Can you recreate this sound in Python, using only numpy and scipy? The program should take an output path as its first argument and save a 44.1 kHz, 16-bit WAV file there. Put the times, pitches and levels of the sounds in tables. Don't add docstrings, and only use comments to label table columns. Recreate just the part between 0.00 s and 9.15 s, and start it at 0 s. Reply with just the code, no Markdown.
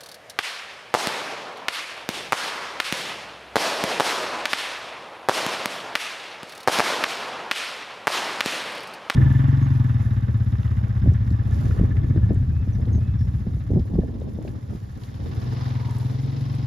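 import sys
import numpy as np
from scipy import signal
from scipy.fft import irfft, next_fast_len
from scipy.io import wavfile
from scipy.ndimage import uniform_filter1d, minimum_filter1d

SR = 44100
rng = np.random.default_rng(int(sys.argv[2]) if len(sys.argv) > 2 else 0)


def transcribe(u):
    v = np.clip(np.atleast_2d(u).T, -1, 1)
    q = np.round(v * 32767).astype(np.int16)
    wavfile.write(sys.argv[1], SR, q)


N = 403515
MS = 1e-3
TIME = np.arange(N) / SR
SLOW_TIME, EVENT_TIME = TIME[::64], TIME[:SR // 20]
BANDS_HZ = 31.25 * 2 ** (np.arange(28) / 3)


def undb(db):
    return 10 ** (np.asarray(db) / 20)


def bell(x, width):
    return np.exp(-(x / width) ** 2)


def at_hz(table, hz, column=1):
    rows = np.array(table, float)
    return np.interp(np.log(hz), np.log(rows[:, 0]), rows[:, column])


def add(out, start_s, sound):
    start = max(int(round(start_s * SR)), 0)
    out[start:start + len(sound)] += sound[:max(N - start, 0)]


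def filtered(x, hz, kind, order=2):
    return signal.sosfilt(signal.butter(order, hz, kind, fs=SR, output="sos"), x)


def band_noise(hz):
    size = next_fast_len(N, True)
    bins_hz = np.arange(1, size // 2 + 1) * SR / size
    thirds = 3 * np.log2(bins_hz / hz)
    inside = np.flatnonzero(np.abs(thirds) < 1)
    draws = rng.standard_normal((len(inside), 2)) @ [1, 1j]
    spectrum = np.zeros(len(bins_hz) + 1, complex)
    spectrum[inside + 1] = np.cos(np.pi / 2 * thirds[inside]) * draws
    noise = irfft(spectrum, size)[:N]
    return noise / noise.std()


def wander(rate_hz, t=SLOW_TIME):
    return np.interp(t * rate_hz, np.arange(4096), rng.standard_normal(4096))


# frequency in Hz, third-octave level in dB.
AIR_SPECTRUM = [(25, -86), (50, -80), (110, -65.5), (170, -70), (320, -66), (510, -56.5), (700, -54),
                (900, -60.5), (1400, -58.5), (2800, -59.5), (5000, -66.5), (10000, -70), (16000, -80)]
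def night_air():
    swell_db = 0.36 * wander(1.43)
    out = np.zeros(N)
    for hz in BANDS_HZ:
        gain = undb(at_hz(AIR_SPECTRUM, hz) + swell_db + wander(8))
        out += np.interp(TIME, SLOW_TIME, gain) * band_noise(hz)
    return out


# start of the hold, its length and each fade in seconds, level in dB.
ENGINE_SWELLS = [(2.1, 2.7, 0.2, -57), (3.35, 0.15, 0.22, -54)]
def far_engine(pitch_hz=65.6, idle_db=-64):
    phase = 2 * np.pi * np.cumsum(pitch_hz * (1 + 0.011 * wander(4.3, TIME))) / SR
    level = undb(idle_db)
    for start, hold, fade, db in ENGINE_SWELLS:
        level += undb(db) * np.interp(TIME - start, [-fade, 0, hold, hold + fade], [0, 1, 1, 0])
    return np.sin(phase) * level * undb(2.5 * wander(7, TIME))


# frequency in Hz, bandwidth in Hz, gain in dB.
TICK_RESONANCES = [(1650, 350, -3), (3800, 300, -3), (4440, 440, 1.5), (5400, 1800, -6.5),
                   (8850, 4900, -10), (13300, 1400, -19)]
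# start in seconds, number of ticks, relative level in dB.
CLOSE_TICKS = [(0.006, 6, -35), (0.296, 1, -30), (1.572, 1, -43), (6.494, 6, -37.5), (8.722, 5, -39.5),
               (8.870, 1, -39), (8.936, 1, -37)]
def ticks(gap_s=0.0274, jitter_s=0.001):
    rasps, t = np.zeros(N), EVENT_TIME
    envelope = (1 - np.exp(-t / 0.00039)) * np.exp(-t / 0.0085)
    for start, count, db in CLOSE_TICKS:
        for k, slip in enumerate(rng.standard_normal(count)):
            rasp = undb(db + 6.5) * envelope * rng.standard_normal(len(t))
            add(rasps, start + k * gap_s + slip * jitter_s, rasp)
    return sum(undb(db) * signal.lfilter(*signal.iirpeak(hz, hz / width, fs=SR), rasps)
               for hz, width, db in TICK_RESONANCES)


def far_woods(age, delay_s=0.65, spread_s=0.25, centre_hz=890, db=-16.5):
    register = bell(np.log2(BANDS_HZ / centre_hz), 1.5)
    return (undb(db) * np.outer(register, bell(age - delay_s, spread_s))) ** 2


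def roll_colour_db(push_ms):
    roll_hz = 1100 * (0.3 / push_ms) ** 0.98
    bass_db = 8 * np.log(push_ms / 0.32) * (BANDS_HZ < 700)
    return 4.5 * bell(np.log2(BANDS_HZ / roll_hz), 0.65) + bass_db - 1.5


# frequency in Hz, relative band level in dB for a crack, a boom, a launch.
ECHO_SPECTRA = [(60, -95, -73, -77), (109, -92, -57, -55.5), (176, -68, -51.5, -52), (306, -62, -43, -48.5),
                (526, -49, -36.5, -43.5), (810, -45.5, -36.5, -43.5), (1280, -39, -34.5, -43.5),
                (2760, -32.5, -31, -35), (4870, -37, -31, -39), (9770, -42.5, -37, -43.5),
                (13000, -49, -42.5, -50), (16000, -67, -58, -60)]
# frequency in Hz, loss in dB per second (none if negative).
ABSORPTION = [(150, -1), (900, -1.5), (2500, 10), (6000, 21), (14000, 43)]
def echo_power(start, db, column, lawn_db, lawn_decay_s, tree_db, depth_s, boom_push_ms=None):
    age = np.maximum(SLOW_TIME - start, 0)
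    lawn = undb(lawn_db) * np.exp(-age / lawn_decay_s)
    in_wood_s = np.maximum(age - 0.034, 0)
    rise_s = 0.023 * (1000 / BANDS_HZ[:, None]) ** 0.35
    spreading = (1 + in_wood_s / depth_s) ** 2.06
    wood = undb(tree_db) * (1 - np.exp(-in_wood_s / rise_s)) / spreading
    power = lawn ** 2 + wood ** 2
    colour_db = at_hz(ECHO_SPECTRA, BANDS_HZ, column)
    if boom_push_ms:
        colour_db += roll_colour_db(boom_push_ms)
        power += far_woods(age)
    loss_db = np.outer(np.maximum(at_hz(ABSORPTION, BANDS_HZ), 0), age)
    return (SLOW_TIME > start) * power * undb(db + colour_db[:, None] - loss_db) ** 2


def trees():
    power = sum(echo_power(start, db, column=1, lawn_db=3, lawn_decay_s=0.056, tree_db=9.53, depth_s=0.21)
                for start, *_, db in SMALL_SHELLS)
    for start, _, push_ms, _, db in BIG_SHELLS:
        power += echo_power(start, db, column=2, lawn_db=1.9, lawn_decay_s=0.068, tree_db=5.88,
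                            depth_s=0.33, boom_push_ms=push_ms)
    for start, *_, db in MORTAR_SHOTS:
        power += echo_power(start, db, column=3, lawn_db=-4.5, lawn_decay_s=0.12, tree_db=0, depth_s=0.2353)
    clumps_db = 0.73 * wander(45) + 0.61 * wander(300)
    out = np.zeros(N)
    for hz, band_power in zip(BANDS_HZ, power):
        gain = np.sqrt(band_power) * undb(clumps_db + wander(25))
        out += np.interp(TIME, SLOW_TIME, gain) * band_noise(hz)
    return out


def shock(push_ms, ring):
    age = EVENT_TIME / (push_ms * MS)
    front = 1 - np.exp(-EVENT_TIME / (0.024 * MS))
    return -front * np.cos(np.pi / 2 * age) * np.exp(-age / ring)


def spatter(hz, decay_ms):
    noise = filtered(rng.standard_normal(len(EVENT_TIME)), hz, "low", order=1)
    return noise * np.exp(-EVENT_TIME / (decay_ms * MS))


# start in seconds, then muzzle snap, thump and tree echo in dB.
MORTAR_SHOTS = [(1.0720, 11, -11, -1), (2.0900, 6, -13, 0), (2.925, 10.5, -9, 4.5), (3.839, 6, -9, 2.5),
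                (5.4648, 6.5, -11.5, 1), (5.6580, 12.5, -13, -0.5), (6.4316, -12, -24, -14),
                (6.7879, 9.5, -9, -4), (8.4602, 9.5, -9, 6.5)]
def mortars(tube_hz=205, tube_decay_ms=2.4):
    out = np.zeros(N)
    thump = np.sin(2 * np.pi * tube_hz * EVENT_TIME) * np.exp(-EVENT_TIME / (tube_decay_ms * MS))
    for start, snap_db, thump_db, _ in MORTAR_SHOTS:
        snap = shock(push_ms=0.33, ring=0.23) + undb(-16) * spatter(hz=5000, decay_ms=0.94)
        add(out, start, undb(snap_db) * snap + undb(thump_db) * thump)
    return out


def bursts(shells, ring, ground_db, ground_hz, wall_db, wall_hz, wall_lag_ms,
           grass_db, grass_hz, grass_decay_ms, yard_db):
    out = np.zeros(N)
    for start, lag_ms, push_ms, blast_db, _ in shells:
        direct = undb(blast_db) * shock(push_ms, ring)
        scatter = undb(blast_db + grass_db) * filtered(spatter(grass_hz, grass_decay_ms), 350, "high")
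        add(out, start, direct + scatter)
        add(out, start + lag_ms * MS, undb(ground_db) * filtered(direct + scatter, ground_hz, "low"))
        slap = filtered(filtered(direct, wall_hz, "low"), 370, "high")
        add(out, start + wall_lag_ms * MS, undb(wall_db) * slap)
        for distance, strength in rng.random(size=(6, 2)):
            add(out, start + 0.011 + 0.022 * distance, undb(yard_db) * strength * slap)
    return out


# start in seconds, ground echo lag in ms, overpressure length in ms,
# blast level in dB, tree echo in dB.
SMALL_SHELLS = [(0.3893, 2.5, 0.17, 13.5, -4), (1.684, 2.76, 0.15, 12.5, -4), (2.8011, 2.8, 0.16, 12, -3.5),
                (4.4555, 3.4, 0.15, 10.5, -5.5), (4.5324, 3.45, 0.16, 14.5, -2.3),
                (5.9538, 3.46, 0.15, 14.5, -2.5), (7.0392, 3.25, .16, 15.5, -4),
                (7.5131, 3.5, 0.15, 14, -1.7), (8.4068, 3.36, 0.14, 15, -4),
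                (9.0996, 3.5, 0.19, 10.5, -6.5)]
def cracks():
    blasts = bursts(SMALL_SHELLS, ring=1.07, ground_db=-1.5, ground_hz=5330,
                    wall_db=-13.5, wall_hz=1900, wall_lag_ms=5.0,
                    grass_db=-36, grass_hz=3000, grass_decay_ms=2.8, yard_db=-17.5)
    return filtered(blasts, 150, "high", order=1)


# start in seconds, ground echo lag in ms, overpressure length in ms,
# blast level in dB, tree echo in dB.
BIG_SHELLS = [(0.9411, 8.2, 0.36, 13.5, -0.4), (2.3232, 7.5, 0.26, 13.5, -2), (3.5575, 8.9, 0.44, 9.5, 2.5),
              (3.9989, 7.1, 0.35, 11.5, 1.84), (5.2872, 7.6, 0.38, 13, 0.6), (6.6755, 7.8, 0.38, 16, 2.5),
              (6.7965, 6.8, 0.35, 11, -0.4), (8.0713, 6.9, .30, 12, 0.56)]
def booms():
    return bursts(BIG_SHELLS, ring=1.17, ground_db=1.5, ground_hz=4500,
                  wall_db=-8, wall_hz=1110, wall_lag_ms=2.3,
                  grass_db=-14.5, grass_hz=2400, grass_decay_ms=1.5, yard_db=-13.0)


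def scene():
    mono = cracks() + booms() + mortars() + trees() + ticks() + night_air() + far_engine()
    return np.array([mono, mono])


def limiter(x, ceiling, release_db_per_s):
    over_db = 20 * np.log10(np.maximum(np.abs(x).max(axis=0) / ceiling, 1))
    recovery_db = release_db_per_s * TIME
    gain_db = recovery_db - np.maximum.accumulate(over_db + recovery_db)
    return x * undb(uniform_filter1d(minimum_filter1d(gain_db, size=129), size=129))


def record(dry):
    overload, dent_hz, dent_share, top_hz = 1.6, 7200, 0.33, 15900
    x = filtered(dry, 32, "high", order=1)
    x = x / (1 + (x / overload) ** 4) ** (1 / 4)
    x = x - dent_share * signal.lfilter(*signal.iirpeak(dent_hz, 2, fs=SR), x)
    x = filtered(filtered(x, 92, "high"), 12500, "low")
    x = limiter(x, ceiling=0.71, release_db_per_s=18.5)
    return signal.sosfilt(signal.ellip(8, 0.2, 70, top_hz, fs=SR, output="sos"), x)


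dry = scene()
out = record(dry)
transcribe(out)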